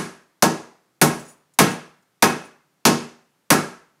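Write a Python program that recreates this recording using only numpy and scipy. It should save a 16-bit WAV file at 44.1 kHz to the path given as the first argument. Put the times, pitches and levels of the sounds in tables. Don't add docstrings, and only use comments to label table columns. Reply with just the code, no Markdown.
import sys
import numpy as np
from scipy import signal
from scipy.io import wavfile

SR = 44100
rng = np.random.default_rng(int(sys.argv[2]) if len(sys.argv) > 2 else 0)


def log_audio(samples):
    frames = np.atleast_2d(samples).T
    limited = np.clip(frames, -1, 1)
    pcm = np.round(limited * 32767).astype(np.int16)
    wavfile.write(sys.argv[1], SR, pcm)


N = 176400
AGE = np.arange(int(.65 * SR)) / SR
EDGES = np.geomspace(22, 17500, 30)
CENTRES = np.sqrt(EDGES[1:] * EDGES[:-1])

def from_db(db):
    return 10 ** (np.asarray(db) / 20)

def at_hz(points, hz):
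    frequencies, values = np.transpose(points)
    return np.interp(np.log(hz), np.log(frequencies), values)

def band_pass(sound, k):
    return signal.sosfilt(signal.butter(2, EDGES[k:k + 2], "band", fs=SR, output="sos"), sound)

def noise_bands(size):
    white = rng.standard_normal((2, size + SR // 4))
    return np.array([band_pass(white[k % 2], k)[-size:] for k in range(len(CENTRES))])

def band_gains(spectrum):
    gain = from_db(at_hz(spectrum, CENTRES))
    return gain / np.sqrt(np.sum(gain ** 2 * np.diff(EDGES)) * 2 / SR)

def decay(t60):
    return np.exp(-np.log(1000) * AGE / t60)

def swell_and_die(swell_s, t60):
    return (1 - np.exp(-AGE / swell_s)) * decay(t60)

def add(track, time_s, sound):
    start = int(round(time_s * SR))
    part = sound[max(-start, 0):N - start]
    track[max(start, 0):max(start, 0) + len(part)] += part

def ring(modes, colour, swell_s, scatter_db=2, wander=1):
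    out, wander_step_s = 0, .011
    for hz, db, t60 in modes:
        steps = rng.standard_normal((2, 400))
        in_phase, quadrature = (wander * np.interp(AGE / wander_step_s, np.arange(400), row)
                                for row in steps)
        phase = 2 * np.pi * (hz * AGE + rng.random())
        tone = ((1 + in_phase) * np.sin(phase) + quadrature * np.cos(phase)) / np.sqrt(1 + wander ** 2)
        gain = from_db(db + at_hz(colour, hz) + scatter_db * rng.standard_normal())
        out = out + gain * tone * swell_and_die(swell_s, t60)
    return out

# (frequency [Hz], relative density [dB])
FLOOR_SPECTRUM = [(30, -32), (60, -24), (100, -10), (155, 6), (210, -2), (320, 0), (550, -6), (1400, -7.5),
                  (2500, -13), (6000, -16), (11000, -19), (15500, -22)]

def background():
    return from_db(-68.2) * band_gains(FLOOR_SPECTRUM) @ noise_bands(N)

# (time [s], level [dB], T60 of added damping by the bar [s])
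CLINK_EVENTS = [(1.126, -41, 1.2), (1.189, -40.5, 1.5), (1.248, -48, 2.1), (1.281, -43.5, 1.4),
                (1.536, -47, 0.072), (1.699, -34, 0.91), (2.022, -58, .08), (2.445, -49.5, 0.51)]
# (frequency [Hz], level [dB], T60 before that damping [s])
LOOSE_KNOB_MODES = [(6860, -11, 0.3), (7612, -16.5, .25), (7700, -10, 0.23), (9630, -4, 0.31),
                    (13900, -21, .15)]
# (frequency [Hz], relative density [dB])
WASH_SPECTRUM = [(2000, -28.5), (4500, -15), (6800, -7), (8500, -11), (10000, -14), (12000, -20),
                 (15000, -15.5)]

def loose_knob():
    out, swell_s = np.zeros(N), .0049
    flat = [(hz, 0) for hz in CENTRES]
    for time_s, db, damping_t60 in CLINK_EVENTS:
        tones = ring(LOOSE_KNOB_MODES, flat, swell_s)
        wash = from_db(-6.5) * band_gains(WASH_SPECTRUM) @ noise_bands(len(AGE))
        wash *= swell_and_die(swell_s, t60=.27)
        add(out, time_s, from_db(db) * (tones + wash) * decay(damping_t60))
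    return out

# (frequency [Hz], relative density [dB])
HALL_SPECTRUM = [(35, -27.5), (80, -24), (115, -11.5), (170, -0.5), (300, 1.5), (520, 3), (1000, -1.5),
                 (1700, -6), (2600, -7), (3600, -10), (6000, -7), (8200, -13.5), (10500, -13), (15000, -23)]
# (frequency [Hz], T60 [s])
HALL_DECAY = [(60, .48), (200, 0.46), (500, 0.45), (1400, 0.55), (3000, 0.45), (6000, 0.44), (10000, 0.39),
              (15000, 0.097)]

def hallway(colour, walls):
    same_share = .2
    reflections = np.sqrt(same_share) * walls + np.sqrt(1 - same_share) * noise_bands(len(AGE))
    hz = CENTRES[:, None]
    swell_s = .003 + 2 / np.maximum(hz, 71)
    envelopes = swell_and_die(swell_s, at_hz(HALL_DECAY, hz))
    gains = band_gains(HALL_SPECTRUM) * from_db(-14 + at_hz(colour, CENTRES))
    return gains @ (reflections * envelopes)

# (frequency [Hz], level [dB], T60 [s])
DOOR_MODES = [(71, -45, 0.54), (104, -31, 0.3), (118.8, -30, 0.29), (154, -13, 0.35), (183, -16, 0.38),
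              (205.4, -9, 0.22), (236.8, -12, 0.38), (289.3, -12, 0.23), (321.8, -16, 0.37),
              (336.7, -19, 0.33), (387.7, -18, 0.42), (429, -18, 0.33), (468, -24, 0.42),
              (523, -25.5, 0.23), (666, -19.5, 0.21)]

def door_boom(colour):
    return ring(DOOR_MODES, colour, swell_s=.017, scatter_db=1.5, wander=.46)

# (frequency [Hz], level [dB], T60 [s])
BAR_MODES = [(737, -21, .31), (790, -17, .31), (921, -17, .31), (1078, -17, .31), (1225, -24, .33),
             (1270, -21, .33), (1334, -23, .4), (1461, -24, .36), (1641, -22, .42), (1679, -21, .35),
             (1885, -23, .32), (2210, -27, .33), (2535, -30, .4), (2630, -31, .4)]
# (frequency [Hz], level [dB], T60 [s])
KNOB_MODES = [(4280, -34, .33), (4990, -32, .36), (5490, -33, .3), (6075, -33, .42), (6143, -28, .28),
              (6770, -33, .3), (7220, -33, .22), (8120, -36, .32), (9430, -30, .18), (9680, -36, .3),
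              (10850, -35, .2), (12380, -34, .2)]

def metal_clang(colour, favoured_hz, boost_db):
    modes, width_octaves = [], .12
    for hz, db, t60 in BAR_MODES + KNOB_MODES:
        nearness = np.exp(-(np.log2(hz / favoured_hz) / width_octaves) ** 2)
        modes.append((hz, db + boost_db * nearness, t60))
    return ring(modes, colour, swell_s=.002)

# (frequency [Hz], relative density [dB])
CRACK_SPECTRUM = [(40, -23), (100, -18.5), (200, -7), (500, 5.5), (900, 4.5), (1600, 3.5), (3300, -4),
                  (5800, 2), (8000, -5.5), (10500, -3), (15000, -14.5)]

def crack(colour):
    contacts_per_s = 5000
    touching = rng.random(len(AGE)) < contacts_per_s / SR
    impulses = touching * rng.choice([-1, 1], len(AGE)) * np.sqrt(SR / contacts_per_s)
    tick = from_db(-.5) * decay(t60=.03)
    chatter = impulses * (tick + swell_and_die(swell_s=.0017, t60=.13)) + 1e-18
    gains = band_gains(CRACK_SPECTRUM) * from_db(-6.5 + at_hz(colour, CENTRES))
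    return sum(gain * (-1) ** k * band_pass(chatter, k) for k, gain in enumerate(gains))

COLOUR_ANCHORS = [220, 750, 1500, 2900, 5800, 10500]
# (time [s], level [dB], rise time [s],
# six gains at the colour anchors [dB], favoured frequency [Hz], its boost [dB])
BLOW_EVENTS = [(-.09, -2, .0005, -2, -3.5, -1.5, -2, -3.5, 2, 10000, 6),
               (0.4233, -2, 0.00029, -1.5, 1.5, -3.5, -3.5, -2.5, -2.5, 1005, 6.5),
               (1.013, -1, 0.0035, 0.5, 0.5, -2.5, -2.5, -3.5, 3, 9500, 1.5),
               (1.5876, -2, 0.00047, 3, 2.5, 2, 4.5, -1.5, 2.5, 6000, 6),
               (2.223, -3, 0.0011, 1.5, 1, 1.5, 1, -2.5, 0.5, 2520, 8.5),
               (2.8521, -3.5, 0.00026, 3.5, 2.5, -0.5, 3.5, 2.5, 1.5, 4950, 6.5),
               (3.503, 0, 0.00029, -0.5, -1.5, 0.5, -3, -3, 0, 1666, 0)]

def blows():
    out, walls = np.zeros(N), noise_bands(len(AGE))
    for time_s, db, rise_s, *colour_db, favoured_hz, boost_db in BLOW_EVENTS:
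        colour = list(zip(COLOUR_ANCHORS, colour_db))
        boom = door_boom(colour)
        clang = metal_clang(colour, favoured_hz, boost_db)
        onset = 1 - np.exp(-AGE / rise_s)
        add(out, time_s, from_db(db) * onset * (crack(colour) + boom + clang + hallway(colour, walls)))
    return out

def scene():
    return (blows() + loose_knob() + background())[None]

def record(dry):
    attack_s, release_db_per_s = .0023, 800
    ceiling, hardness, cutoff_hz = .66, 4, 15700
    over_db = np.maximum(20 * np.log10(np.abs(dry) + 1e-9), 0)
    fall_db = release_db_per_s * np.arange(N) / SR
    held_db = np.maximum.accumulate(over_db + fall_db, axis=-1) - fall_db
    pole = np.exp(-1 / (attack_s * SR))
    reduction_db = signal.lfilter([1 - pole], [1, -pole], held_db)
    limited = dry * from_db(-reduction_db)
    clipped = limited / (1 + np.abs(limited / ceiling) ** hardness) ** (1 / hardness)
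    return signal.sosfiltfilt(signal.butter(16, cutoff_hz, fs=SR, output="sos"), clipped)

dry = scene()
out = record(dry)
log_audio(out)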